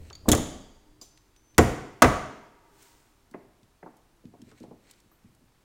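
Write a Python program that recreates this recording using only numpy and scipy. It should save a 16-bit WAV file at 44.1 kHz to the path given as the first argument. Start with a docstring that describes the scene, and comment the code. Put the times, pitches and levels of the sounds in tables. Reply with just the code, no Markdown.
"""A low heave of a plywood wall and a faint wooden scrape, then a claw slips with a squeal and a burst of blows.
Close to a nearly mono microphone, a steel pry bar clinks, then strikes the wall twice; hanging tools hum on.
Next the bar slides through a palm and fingers wiggle a loose wooden block: soft knocks, ticks and scrapes.
Contacts excite decaying wall and steel modes; rubbing and rumble are shaped noise that swells and dies away.
The contacts and rubbing sound in a cluttered workshop; the rumble and a quiet noise floor lie under them."""
import sys
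import numpy as np
from scipy import signal
from scipy.fft import rfft, irfft, next_fast_len
from scipy.io import wavfile
from scipy.ndimage import uniform_filter1d

SR = 44100
rng = np.random.default_rng(int(sys.argv[2]) if len(sys.argv) > 2 else 0)


def output_pcm(signal):
    """Save a mono or channel-first signal as 16-bit PCM at the path in sys.argv[1].

    Samples are clipped to [-1, 1] before scaling.
    """
    pcm = np.clip(np.atleast_2d(signal).T, -1, 1) * 32767
    wavfile.write(sys.argv[1], SR, np.round(pcm).astype(np.int16))


N = 248709
FFT_SIZE = next_fast_len(N, real=True)


def amp(db):
    """Decibels to gain."""
    return 10 ** (np.asarray(db) / 20)


def read(points, hz):
    """Reads a table of values over frequency on a log-frequency axis."""
    f, value = np.transpose(points)
    return np.interp(np.log(hz + 1), np.log(abs(f) + 1), value)


def add(mix, start_s, sound):
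    """Lays a sound into the mix at its start time."""
    part = mix[max(round(start_s * SR), 0):][:len(sound)]
    part += sound[:len(part)]


def clock(size):
    """Sample times in seconds."""
    return np.arange(size) / SR


def decay(t, t60):
    """Exponential fade that loses 60 dB in t60 seconds."""
    return np.exp(-np.log(1000) * t / t60)


def colour(x, db_of, size=16384):
    """Causal minimum-phase filter whose gain in dB is db_of(Hz), no lower than -100 dB."""
    hz = abs(np.fft.fftfreq(size, 1 / SR)) + 1
    log_gain = np.log(amp(np.maximum(db_of(hz), -100)))
    response = np.exp(np.conj(signal.hilbert(log_gain)))
    taps = np.fft.ifft(response).real[:size // 2]
    return signal.oaconvolve(x, taps)[:len(x)]


def dying(tone, t60, size, count=22):
    """Dense ringing: noise of a given colour whose bands each die at their own speed."""
    t, hz = clock(size), np.fft.rfftfreq(size, 1 / SR)
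    centres = np.geomspace(50, 16000, count)
    noise = np.exp(2j * np.pi * rng.random(len(hz))) * amp(read(tone, hz))
    out = np.zeros(size)
    for centre, pick in zip(centres, np.eye(count)):
        band = irfft(noise * np.interp(hz, centres, pick), size)
        fade = decay(t, read(t60, centre))
        out += band * fade / np.sqrt(np.mean(fade ** 2))
    return out


def stream(tone, grain_db=0):
    """Steady noise of rms 1; grain_db spreads the sizes of its 32-sample grains."""
    sizes = amp(grain_db * np.minimum(rng.exponential(1, N // 32 + 1), 4)).repeat(32)[:N]
    spectrum = rfft(rng.standard_normal(N) * sizes, FFT_SIZE)
    x = irfft(spectrum * amp(read(tone, np.fft.rfftfreq(FFT_SIZE, 1 / SR))))[:N]
    return x / x.std()


def swells(rows, release_s):
    """Each movement builds up to its peak and dies away; their powers add."""
    t, power = clock(N), 0
    for peak_s, level_db, build_s in rows:
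        distance = np.maximum((peak_s - t) / build_s, (t - peak_s) / release_s)
        power = power + (amp(level_db) * np.exp(-distance)) ** 2
    return np.sqrt(power)


def wall(modes_db, dense_db, size=16384):
    """One tap on the plywood: decaying sines for its big modes, dying noise for the crowd of small ones."""
    # big modes of the plywood: mode_hz, level_db, t60_s
    big_modes = [(59.5, -2, 0.031), (82, 7, 0.1), (124.7, 0.5, 0.31), (177, -8.5, 0.12), (243, 3, 0.17),
                 (298.7, 0.5, 0.16), (310.6, 2.5, 0.13), (431, -0.5, 0.13), (596, -3, 0.076), (701, 0, 0.2),
                 (897, -7, 0.24), (1106, -1, 0.078), (1280, -2, 0.17), (1612, -2, 0.055), (2016, 1.5, .04)]
    # tone of the crowded small modes: frequency_hz, level_db
    small_tone = [(30, -11), (70, -4.5), (170, -10), (350, -6), (700, -9), (1200, -4), (1600, -5),
                  (2100, -4.5), (2600, -5.5), (4800, -4), (6800, 4.5), (9000, -2), (12000, -6.5),
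                  (16000, -8)]
    # how long the small modes ring: frequency_hz, t60_s
    small_t60 = [(60, 0.39), (300, 0.14), (1200, .07), (3500, 0.081), (8000, 0.026), (16000, 0.012)]
    t, out = clock(size), amp(dense_db) * dying(small_tone, small_t60, size)
    for k, (hz, level_db, t60) in enumerate(big_modes):
        rate = np.log(1000) / t60
        gain = (-1) ** k * amp(level_db + modes_db) * 2 * rate / SR  # signs alternate
        out += gain * np.exp(-rate * t) * np.sin(2 * np.pi * hz * t)
    return out


def blows(bass_share=0.085, slope=5.2):
    """The bar pushes the wall, the shorter the contact the brighter; the hard steel adds an even crack."""
    # hard blows of the bar on the wall: start_s, push_db, contact_s, crack_db
    strikes = [(0.2832, 36.5, 0.0026, -13.5), (0.2877, 30, 0.0015, 6), (0.3167, 29.5, 0.0024, 9.5),
               (0.3313, 26, .0009, -3.5), (0.35, 24, .0019, -1), (0.377, 23, .002, -11.5),
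               (1.581, 30, 0.00067, 11), (1.585, 40.5, 0.0014, 1.5), (2.021, 35, 0.00068, 8.5),
               (2.0253, 31.5, 0.0011, 7.5), (2.040, 30, 0.0012, -10), (2.0439, 28.5, 0.00072, -9),
               (2.055, 34, 0.0035, -24)]
    out = np.zeros(N)
    for start_s, push_db, contact_s, crack_db in strikes:
        def force_db(f):
            cycles = f * contact_s  # the push drives a band from bass_share up to 1 cycle per contact
            push = amp(push_db) ** 2 / (1 + (bass_share / cycles) ** 2) / (1 + cycles ** slope)
            return 10 * np.log10(push + amp(crack_db) ** 2)

        add(out, start_s, colour(wall(modes_db=-2.5, dense_db=0.5), force_db))
    return out


def squeals(rise_s=0.0011):
    """Fast, unsteady stick and slip of the claw on a nail: harmonics on a wandering pitch."""
    # steel squealing on a nail: start_s, level_db, pitch_hz, t60_s, unsteadiness (share of pitch)
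    slips = [(0.287, -18.5, 3810, 0.063, 0.067), (0.3165, -10.5, 3446, 0.03, 0.065),
             (0.3208, -10.5, 3382, .045, 0.074)]
    # harmonics 1 to 4 of the squeal: level_db
    harmonics = [-5.5, -3.5, -8.5, -16]
    out, t = np.zeros(N), clock(size=6000)
    for start_s, level_db, pitch_hz, t60, unsteady in slips:
        wobble = uniform_filter1d(rng.standard_normal(len(t)), size=56)
        turns = np.cumsum(pitch_hz * (1 + unsteady * wobble / wobble.std())) / SR
        tone = np.zeros(len(t))
        for k, part_db in enumerate(harmonics, 1):
            tone += amp(part_db) * np.sin(2 * np.pi * k * turns)
        add(out, start_s, amp(level_db) * tone * (1 - np.exp(-t / rise_s)) * decay(t, t60))
    return out


def ring(modes, size, count=6):
    """Struck steel: every resonance is a cluster of close partials that beat."""
    t, out = clock(size), np.zeros(size)
    for hz, width_hz, level_db, t60 in modes:
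        partials = hz + width_hz * ((np.arange(count) + rng.random(count)) / count - .5)
        phases = np.outer(partials, t) + rng.random((count, 1))
        fade = decay(t, t60)
        cluster = np.sin(2 * np.pi * phases).sum(0) * fade
        # the cluster carries the energy of a single dying sine
        out += amp(level_db) * cluster * np.linalg.norm(fade) / np.linalg.norm(cluster) / np.sqrt(2)
    return out


def clinks():
    """The nail and the bar ring; where the bar is touched decides which of its modes speak."""
    # the claw tapping a nail: start_s, level_db
    nail_taps = [(0.1296, -37.5), (0.1527, -38), (0.3163, -31)]
    # ringing of the nail: mode_hz, width_hz, level_db, t60_s
    nail_modes = [(2150, 300, -17, .04), (3450, 360, -12, .03), (4520, 240, -0.5, 0.03),
                  (6740, 400, -7, .04), (4740, 38, -28, 1.6)]
    # clinks of the bar: start_s, level_db, centre_hz, spread_octaves
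    bar_taps = [(1.0136, -43, 5973, 1.0), (1.368, -49, 6080, .015), (1.581, -24.5, 7113, 0.14)]
    # ringing of the steel bar: mode_hz, width_hz, level_db, t60_s
    bar_modes = [(4880, 260, 1.5, 0.069), (5950, 320, -9.5, .18), (6100, 22, -12.5, 0.58),
                 (6700, 870, -7, 0.12), (7280, 400, -4, 0.16)]
    out = np.zeros(N)
    for start_s, level_db in nail_taps:
        add(out, start_s, amp(level_db) * ring(nail_modes, size=SR))
    for start_s, level_db, centre_hz, spread in bar_taps:
        reached = []
        for hz, width_hz, mode_db, t60 in bar_modes:
            loss_db = 20 * np.log10(1 + (np.log2(hz / centre_hz) / spread) ** 2)
            reached.append((hz, width_hz, mode_db - loss_db, t60))
        add(out, start_s, amp(level_db) * ring(reached, size=SR))
    return out


def knocks(slope=11.0, low_slope=12.0):
    """Finger-light contacts last longer, so they leave the wall's treble still."""
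    # soft knocks of the loose block: start_s, level_db, contact_s
    touches = [(0.106, -3.5, .00075), (0.256, 4.5, 0.00094), (0.272, 11.5, 0.0014), (1.015, -7, 0.0009),
               (3.313, -3, .0028), (3.3392, -5.5, 0.00045), (3.345, 9, .0011), (3.448, -4, 0.0023),
               (3.627, -6.5, 0.0035), (3.8273, -8, 0.00051), (3.829, 7.5, .0013), (3.861, 5.5, 0.0009),
               (4.237, -3, 0.0019), (4.251, 8.5, 0.0033), (4.3373, -0.5, 0.0012), (4.392, 3.5, 0.0032),
               (4.421, 4, 0.0032), (4.471, -3, 0.0021), (4.514, -14, 0.00054), (4.519, -1, .0025),
               (4.605, 8.5, 0.0022), (4.637, 4, 0.0012), (4.664, 3, 0.0027), (4.711, 4, 0.0012),
               (5.044, -9, 0.0027), (5.115, -20.5, 0.00064), (5.243, 1.5, 0.0037), (5.414, -6.5, 0.0029)]
    out = np.zeros(N)
    for start_s, level_db, contact_s in touches:
        low_hz = 105 * (.003 / contact_s) ** 0.47  # lower edge: 105 Hz at 3 ms, higher when shorter

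        def touch_db(f):
            low_loss = 1 + (low_hz / f) ** low_slope
            high_loss = (1 + (f * contact_s) ** 2) * (1 + (f * contact_s) ** slope)
            return level_db - 10 * np.log10(low_loss * high_loss)

        tap = wall(modes_db=-3, dense_db=2.0, size=8192)
        add(out, start_s, colour(tap, touch_db, size=4096))
    return out


def burst(level_db, hz, t60, skirt_db=6, narrow_hz=11000, narrowing=9):
    """Dying noise round one resonance, a narrow one for the finest fibres."""
    t = clock(size=6000)
    noise = rng.standard_normal(len(t)) * decay(t, t60)
    skirt = skirt_db * (1 + narrowing * (hz / narrow_hz) ** 8)  # dB per squared octave
    return colour(noise / np.linalg.norm(noise),
                  lambda f: level_db - np.minimum(skirt * np.log2(f / hz) ** 2, 40))


def ticks(tick_t60=.028):
    """Tiny fractures all die equally fast; scuffs hiss on longer."""
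    # dry ticks of splinters and edges: start_s, level_db, centre_hz
    fractures = [(0.1014, -15.5, 2700), (0.153, -25, 4700), (1.175, -26.5, 3530), (1.3626, -29.5, 3960),
                 (1.5459, -29, 2790), (2.8256, -27, 8020), (3.312, -32.5, 5990), (3.6311, -35.5, 3990),
                 (3.9687, -34, 7520), (4.254, -30.5, 2500), (4.4175, -26, 4200), (4.5143, -29.5, 3490),
                 (4.6016, -33, 5020), (4.632, -32, 4460), (4.911, -21.5, 6400), (4.9357, -28.5, 2800),
                 (5.002, -34, 5985), (5.3491, -37, 7970)]
    # brief hissing scuffs of steel and fingertips: start_s, level_db, centre_hz, t60_s
    scuffs = [(1.014, -17.5, 5350, 0.28), (1.0147, -25.5, 14200, 0.13), (5.115, -27, 13240, 0.246)]
    out = np.zeros(N)
    for start_s, level_db, hz in fractures:
        add(out, start_s, burst(level_db, hz, tick_t60))
    for start_s, level_db, hz, t60 in scuffs:
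        add(out, start_s, burst(level_db, hz, t60))
    return out


def friction():
    """Steel slides smoothly through the palm; the block rubs grittily in its hole: swelling grainy noise."""
    # the bar sliding through the palm: peak_s, level_db, build_s
    slide = [(2.83, -58, .075)]
    # tone of the slide: frequency_hz, level_db
    slide_tone = [(300, 0), (1500, 1.5), (3000, -1), (5500, -1), (8000, 1), (11000, -9), (16000, -3.5)]
    # wood rubbing on wood, each stroke building until the block catches: peak_s, level_db, build_s
    rub = [(0.09, -61, .1), (0.28, -62, 0.017), (4.5, -61.5, 0.029), (4.585, -62, 0.021),
           (4.64, -64.5, .04), (4.905, -59, 0.046), (4.985, -68.5, .05), (5.29, -77.5, .2)]
    # tone of the rub: frequency_hz, level_db
    rub_tone = [(200, 4), (1200, -1), (2300, 5.5), (3500, -3), (4150, 3), (4900, -5.5), (7400, -3),
                (8200, 1), (9000, -11.5), (11000, -16), (16000, -17.5)]
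    palm = swells(slide, release_s=0.16) * stream(slide_tone, grain_db=1.5)
    block = swells(rub, release_s=0.018) * stream(rub_tone, grain_db=2.5)
    return palm + block


def rumble():
    """The wall heaves under the lever and the blows: swelling low noise."""
    # low heaves of the wall: peak_s, level_db, build_s
    flex = [(0.03, -43.5, 0.3), (0.34, -33.5, 0.058), (0.9, -59, 0.13), (1.61, -43.5, 0.034),
            (2.05, -64, .05)]
    # tone of the heaves: frequency_hz, level_db
    flex_tone = [(12, -5), (26, 7), (42, -6), (80, 0.5), (125, -9), (200, -14.5), (500, -22), (1500, -50)]
    return swells(flex, release_s=0.12) * stream(flex_tone)


def workshop(x, build_s=0.013, rack_t60=3.0, treble_hz=1800, treble_scatter=6.0):
    """The room's diffuse tail, where clutter scatters the treble most, and the long hum of racked tools."""
    # hum of the tools on the rack: frequency_hz, level_db
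    rack_tone = [(100, -42.5), (250, -41), (302, -26), (345, -40), (398, -19), (450, -40), (780, -37),
                 (900, -21), (1050, -36), (2200, -33.5), (6000, -40.5), (12000, -54.5)]
    # tone of the room's tail: frequency_hz, level_db
    room_tone = [(40, -12), (90, -8), (160, -8), (300, -10), (700, -7), (1400, -8.5), (3000, -7.5),
                 (6500, -10.5), (10000, -10.5), (16000, -14.5)]
    # how long the room rings: frequency_hz, t60_s
    room_t60 = [(60, 0.52), (250, 0.73), (1000, 0.71), (3000, 0.77), (6500, 0.71), (10000, 0.5),
                (16000, 0.43)]
    hum = dying(rack_tone, [(1000, rack_t60)], size=2 * SR, count=1)  # one decay at all pitches
    out = x + signal.oaconvolve(x, hum)[:N]
    bass = signal.sosfilt(signal.butter(4, treble_hz, "low", fs=SR, output="sos"), x)
    treble = signal.sosfilt(signal.butter(4, treble_hz, "high", fs=SR, output="sos"), x)
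    for rate_hz in (14, 41):
        for path in (np.sin, np.cos):  # sound takes ever-changing paths round the clutter
            angle = 2 * np.pi * rate_hz * clock(N)
            tail = dying(room_tone, room_t60, size=SR) * (1 - np.exp(-clock(size=SR) / build_s))
            scattered = bass * path(angle) + treble * path(treble_scatter * angle)
            out += signal.oaconvolve(scattered / np.sqrt(2), tail)[:N]
    return out


def background(level_db=-65):
    """A quiet, steady noise floor, heaviest in the bass."""
    # tone of the floor: frequency_hz, level_db
    floor_tone = [(12, -5.5), (40, 0), (70, -8), (120, -7), (200, -13), (330, -10.5), (500, -18),
                  (1000, -19), (3000, -26.5), (8000, -30.5), (16000, -35.5)]
    return amp(level_db) * stream(floor_tone)


def ports(mid, side_db=-20, side_hz=5500):
    """The two microphone ports differ only a little, in the treble, by a quarter-turned side signal."""
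    hz = np.fft.rfftfreq(FFT_SIZE, 1 / SR)
    treble = (hz / np.hypot(hz, side_hz)) ** 2.0
    side = amp(side_db) * irfft(1j * rfft(mid, FFT_SIZE) * treble)[:N]
    return np.array([mid + side, mid - side])


def scene():
    """All contacts sound in the room, over the rumble of the flexing wall and a quiet floor."""
    near = blows() + squeals() + clinks() + knocks() + ticks() + friction()
    return ports(workshop(near) + rumble() + background())


def record(dry, edge_hz=16100):
    """The loudest peaks round off at full scale; then the band is limited at edge_hz."""
    rounded = dry / (1 + dry ** 6) ** (1 / 6)
    lowpass = signal.firwin(255, edge_hz, window=("kaiser", 9), fs=SR)
    return signal.oaconvolve(rounded, lowpass[None], "same")


dry = scene()
out = record(dry)
output_pcm(out)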